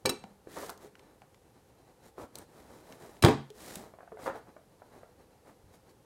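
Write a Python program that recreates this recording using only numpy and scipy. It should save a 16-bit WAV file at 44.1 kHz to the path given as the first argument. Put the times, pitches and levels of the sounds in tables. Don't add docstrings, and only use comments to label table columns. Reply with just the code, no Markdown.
import sys
import numpy as np
from scipy import signal
from scipy.fft import rfft, irfft, next_fast_len
from scipy.io import wavfile
from scipy.ndimage import uniform_filter1d

SR = 44100
rng = np.random.default_rng(int(sys.argv[2]) if len(sys.argv) > 2 else 0)


def dump_mix(stems):
    frames = np.atleast_2d(stems).T
    limited = np.clip(frames, -1, 1)
    pcm = np.round(limited * 32767).astype(np.int16)
    wavfile.write(sys.argv[1], SR, pcm)


N = 266805
T = np.arange(SR // 2) / SR

# (frequency [Hz], relative level [dB], t60 [s])
COPPER_MODES = [(1750, -10, .07), (2310, -11, .08), (2365, -19, .28), (2660, -10, .11), (2900, -17, .1),
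                (3160, -13, .06), (3960, 0, .035), (4037, -11, .09), (4472, -7, .06), (5050, -12, .06),
                (5440, -7, .035), (5640, -13, .04), (6420, -10, .035), (6660, -10, .035), (7150, -14, .03),
                (8090, -8, .05), (8460, -8, .035), (8730, -12, .03), (9470, -13, .035), (10800, -14, .035),
                (11300, -18, .03), (11820, -18, .05), (12420, -14, .03), (12800, -19, .03),
                (13400, -19, .04), (13900, -19, .03)]


def amp(db):
    return 10 ** (np.asarray(db) / 20)


def unit(x):
    return x / np.sqrt(np.mean(x ** 2) + 1e-20)


def along(points, hz):
    freqs, values = np.transpose(points)
    return np.interp(np.log(hz + 1), np.log(freqs + 1), values)


def filtered(x, response):
    size = next_fast_len(len(x) + 8192)
    return irfft(rfft(x, size) * response(np.fft.rfftfreq(size, 1 / SR)), size)[:len(x)]


def coloured(x, spectrum, scale=1):
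    return unit(filtered(x, lambda hz: amp(along(spectrum, hz / scale))))


def grains(size, share):
    return rng.standard_normal(size) * (rng.random(size) < share)


def fade(t60, hold=0):
    return np.exp(-np.log(1000) * np.maximum(T - hold, 0) / t60)


def rise(seconds):
    return 1 - np.exp(-T / seconds)


def tone(hz, t60):
    return np.sin(2 * np.pi * hz * T) * fade(t60)


def ring(modes, scatter_db, hold=0):
    hz, db, t60 = np.transpose(modes)
    gain = amp(db + scatter_db * rng.standard_normal(len(hz)))
    waves = np.sin(2 * np.pi * (hz[:, None] * T + rng.random((len(hz), 1))))
    return gain @ (waves * fade(t60[:, None], hold)) / np.sqrt(np.sum(gain ** 2) / 2)


def burst(centre_hz, q, t60):
    def band(hz):
        damping = 1j * hz * centre_hz / q
        return damping / (centre_hz ** 2 - hz ** 2 + damping)
    return unit(filtered(rng.standard_normal(len(T)), lambda hz: band(hz) ** 2)) * fade(t60)


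def add(track, s, sound):
    part = track[round(s * SR):][:len(sound)]
    part += sound[:len(part)]


def in_room(sound, wet_db):
    # (frequency [Hz], t60 [s])
    decay = [(100, .36), (400, 0.23), (1500, 0.33), (4000, 0.34), (8000, 0.29), (15000, 0.14)]
    hz, t, spectra = signal.stft(rng.standard_normal(len(T)), SR, nperseg=256)
    dying = spectra * np.exp(-np.log(1000) * t / along(decay, hz)[:, None])
    tail = signal.istft(dying, SR, nperseg=256)[1][:len(T)] * rise(0.0013)
    return sound + amp(wet_db) * signal.fftconvolve(sound, tail / np.linalg.norm(tail))[:len(sound)]


def room_tone():
    # (frequency [Hz], relative level [dB])
    air_eq = [(20, -12), (45, -1), (120, 0), (250, -5.5), (520, -2.5), (620, -12.5), (810, -7), (1050, -15),
              (1600, -19), (2400, -23.5), (6000, -26), (12000, -27), (15800, -36.5)]
    return amp(-63) * coloured(rng.standard_normal(N), air_eq)


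def friction(drive, rub_db, hiss_db):
    # (frequency [Hz], relative level [dB])
    rub_eq = [(40, -2.5), (110, -1.5), (220, 0), (420, 2), (800, -2), (1300, -10), (2000, -16), (3500, -34),
              (9000, -41)]
    # (frequency [Hz], relative level [dB])
    hiss_eq = [(900, -2), (1900, 4), (2700, -3), (3800, 0), (4600, -1.5), (8000, -1), (12000, -4.5),
               (15500, -9.5)]
    snags_per_s, snag_db, wall_db = 61, -13, -78.5
    size = len(drive)
    rub = coloured(grains(size, share=.08), rub_eq)
    catching = amp(1.5 * unit(uniform_filter1d(rng.standard_normal(size), size=150)))
    snags = unit(grains(size, share=snags_per_s / SR))
    threads = unit(grains(size, share=0.41) * catching)
    hiss = coloured(threads + amp(snag_db) * snags, hiss_eq)
    wall = unit(signal.fftconvolve(hiss, ring(COPPER_MODES, scatter_db=1.5))[:size])
    return drive * (amp(rub_db) * rub + amp(hiss_db) * hiss + amp(wall_db) * wall)


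def fidgets():
    strokes_per_s, length_s = 13, .1
    speed = np.zeros(N)
    swell = np.hanning(round(length_s * SR))
    for k, (delay, strength) in enumerate(rng.random((int(strokes_per_s * N / SR), 2))):
        add(speed, (k + delay) / strokes_per_s, strength * swell)
    return friction(speed, rub_db=-62.5, hiss_db=-77.5)


def sleeves():
    # (midpoint [s], length [s], rub level [dB], hiss level [dB])
    strokes = [(0.616, .33, -48, -50), (.843, .15, -53.5, -62), (1.083, .3, -62.5, -79.5),
               (2.065, 0.12, -58.5, -63), (2.219, 0.13, -49, -59.5), (2.396, .16, -52, -61),
               (3.697, 0.38, -50.5, -50), (3.816, .3, -51, -64), (4.251, .16, -47.5, -54),
               (4.363, .12, -55, -64), (4.488, 0.081, -54, -88), (4.96, 0.22, -55.5, -71),
               (5.486, 0.13, -55, -69.5), (5.747, 0.087, -62.5, -65.5), (5.906, .08, -70, -70.5)]
    out = np.zeros(N)
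    for s, length, rub_db, hiss_db in strokes:
        speed = np.hanning(round(length * SR))
        add(out, s - length / 2, friction(speed, rub_db, hiss_db))
    return out


def sleeve_slide():
    # (time [s], relative level [dB])
    surges = [(2.48, -16), (2.58, -3), (2.67, -6.5), (2.74, -2), (2.84, -7), (2.92, 0.5), (2.985, -6),
              (3.025, 1.5), (3.129, -3.5), (3.198, -9)]
    out = np.zeros(N)
    s, pressure_db = np.transpose(surges)
    pressure = amp(np.interp(np.arange(s[0], s[-1], 1 / SR), s, pressure_db))
    add(out, s[0], friction(pressure, rub_db=-52.5, hiss_db=-62))
    return out


def rim_scrapes():
    # (time [s], hold [s], level [dB], pitch scale [ratio])
    drags = [(0.56, 0.029, -42, 1), (0.623, 0.014, -42, .85), (0.687, 0.014, -41.5, 1),
             (2.174, .069, -47, .7), (4.185, 0.013, -48.5, 1), (4.258, 0.022, -32, 1.0),
             (4.288, 0.034, -44, .7), (4.342, 0.028, -47, .85)]
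    # (frequency [Hz], relative level [dB])
    grind_eq = [(60, -38), (200, -14.5), (500, 0), (850, -3.5), (1300, -9), (1950, -14.5), (2350, -26),
                (6000, -36.5), (15000, -49)]
    slips_per_s, bite_s = 190, 0.003
    out = np.zeros(N)
    for s, hold, db, scale in drags:
        unevenness = unit(uniform_filter1d(rng.standard_normal(len(T)), size=300))
        slip_phase = np.cumsum(slips_per_s * scale * np.exp(0.28 * unevenness)) / SR % 1
        rasp = coloured(rng.standard_normal(len(T)) * np.exp(-1.5 * slip_phase), grind_eq, scale)
        add(out, s, amp(db) * in_room(rasp * rise(bite_s) * fade(0.047, hold), wet_db=-6))
    return out


def ticks():
    # (time [s], level [dB], pitch [Hz])
    touches = [(.239, -44, 1720), (0.6943, -37.5, 4600), (0.7, -35, 6900), (0.7764, -51, 5600),
               (0.9539, -48.5, 1640), (0.994, -49, 2250), (1.2188, -54.5, 2090), (1.3446, -52.5, 2080),
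               (1.6323, -67, 1890), (2.355, -35.5, 5270), (2.3856, -40, 7440), (2.9235, -42, 2170),
               (3.1677, -54.5, 2530), (3.503, -48.5, 3460), (3.756, -31, 5000)]
    out = np.zeros(N)
    for s, db, hz in touches:
        add(out, s, amp(db) * in_room(burst(hz, q=.6, t60=.014), wet_db=-13.5))
    return out


def knocks_and_creaks():
    # (time [s], level [dB], pitch [Hz])
    knocks = [(.2396, -38.5, 756), (.4715, -34, 405), (.695, -33, 756), (1.2189, -43, 820),
              (2.181, -33.5, 496), (2.355, -40.5, 618), (4.1193, -34, 600), (4.3, -25, 586),
              (4.354, -34.5, 748), (4.5648, -37, 610), (4.8192, -38.5, 694), (5.0322, -37.5, 619)]
    slips = [3.9377, 3.9866, 4.006, 4.0306, 4.076, 4.1715]
    creak_db, creak_hz = -39, 680
    table_dulling = signal.butter(4, 2060, fs=SR, output="sos")
    out = np.zeros(N)
    for s, db, hz in list(knocks) + [(s, creak_db, creak_hz) for s in slips]:
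        overtone_hz = hz * rng.uniform(1.4, 2.1)
        hollow = tone(hz, t60=.017) + amp(-6) * tone(overtone_hz, t60=.01)
        knock = (hollow + amp(-12) * burst(hz, q=0.37, t60=0.026)) * rise(0.00032)
        add(out, s, amp(db) * in_room(signal.sosfilt(table_dulling, knock), wet_db=-5))
    return out


def booms():
    # (time [s], level [dB], pitch [Hz])
    notes = [(0.0536, -29.5, 512), (.072, -31, 410), (0.241, -44, 199), (.846, -50.5, 417),
             (3.503, -46.5, 429), (3.768, -41, 212), (4.125, -40.5, 431), (5.641, -48.5, 88.5)]
    out = np.zeros(N)
    for s, db, hz in notes:
        note = np.sqrt(2) * tone(hz, t60=0.12) * rise(0.0005)
        add(out, s, amp(db) * in_room(note, wet_db=-3.5))
    return out


def magnet_clinks():
    # (time [s], level [dB], chatter length [s])
    hits = [(0.055, -32, 0.001), (.057, -22.5, .0025), (0.0917, -30, 0.009), (0.0949, -31, .005),
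            (3.2231, -32.5, .002), (3.2244, -24.5, .002), (3.235, -35.5, 0.0023), (3.2482, -37, .004)]
    # (frequency [Hz], relative level [dB])
    grit_eq = [(300, 1.5), (1300, 0.5), (6000, -5.0), (10000, -7.5), (15500, -15.0)]
    out = np.zeros(N)
    for s, db, length in hits:
        grit = coloured(rng.standard_normal(len(T)), grit_eq) * fade(0.017, hold=length)
        clink = ring(COPPER_MODES, scatter_db=1.5, hold=length / 2) + amp(-6) * grit
        add(out, s, amp(db) * in_room(clink * rise(0.00069), wet_db=-14))
    return out


def thump(pitch_hz, width_s, peak_s):
    t = T - peak_s
    return np.cos(2 * np.pi * pitch_hz * t) * np.exp(-(t / width_s) ** 2)


def table_blows():
    # (time [s], board level [dB], crack level [dB])
    blows = [(.0537, -31.5, -32), (.071, -34.5, -50), (.094, -33, -38), (3.227, -28, -43),
             (3.238, -17, -21.5), (3.2481, -14.5, -13.5), (3.262, -20, -26.5), (3.284, -15.5, -35)]
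    # (frequency [Hz], relative level [dB], t60 [s])
    board_modes = [(141, -8, .26), (172, -7, .16), (223, -3, .14), (243, -4, .14), (279, -1, .16),
                   (352, 0, .17), (386, -2, .11), (437, -2, .14), (510, -6, .11), (657, -9, .1),
                   (757, -5, .09), (793, -5, .1), (822, -7, .13), (947, -6, .12), (1172, -10, .08),
                   (1463, -14, .09), (1905, -14, .06), (2026, -13, .07)]
    # (frequency [Hz], relative level [dB])
    thud_eq = [(60, -20), (210, -1), (400, 0), (900, -8), (2000, -19), (9000, -40)]
    # (frequency [Hz], relative level [dB])
    crack_eq = [(100, -33.5), (500, 4.5), (1200, 9), (2000, -1.5), (3300, -2), (5000, -11), (8000, -10),
                (15000, -29.5)]
    board_trim_db, crack_trim_db, thump_trim_db = -2, 5, -9
    rock_gap_s, board_loss_db, crack_loss_db = 0.026, 13.5, 6.5
    slam_s, slam_db = 3.2488, -8.5
    lead_s = 0.02
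    contacts = list(blows)
    for _ in range(2):
        s, board_db, crack_db = contacts[-1]
        contacts.append((s + rock_gap_s, board_db - board_loss_db, crack_db - crack_loss_db))
    out = np.zeros(N)
    for s, board_db, crack_db in contacts:
        board = ring(board_modes, scatter_db=1.5)
        thud = coloured(rng.standard_normal(len(T)), thud_eq) * fade(.055)
        crack = coloured(rng.standard_normal(len(T)), crack_eq) * fade(.018)
        blow = amp(board_db + board_trim_db) * (board + thud) + amp(crack_db + crack_trim_db) * crack
        add(out, s, in_room(blow * rise(0.00013), wet_db=-7))
    swing = thump(pitch_hz=121, width_s=0.0062, peak_s=lead_s)
    pushes = [(s, board_db + thump_trim_db) for s, board_db, _ in contacts]
    for s, db in pushes + [(slam_s, slam_db)]:
        add(out, s - lead_s, amp(db) * in_room(swing, wet_db=-12))
    return out


def scene():
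    impacts = magnet_clinks() + table_blows() + booms() + ticks() + knocks_and_creaks()
    rubbing = rim_scrapes() + sleeves() + sleeve_slide()
    bed = room_tone() + fidgets()
    return (impacts + rubbing + bed)[None]


def record(dry):
    low_cut_hz, top_hz = 42, 15830
    response = lambda hz: (hz < top_hz) * hz ** 2 / np.hypot(hz ** 2, low_cut_hz ** 2)
    return np.array([filtered(channel, response) for channel in dry])


dry = scene()
out = record(dry)
dump_mix(out)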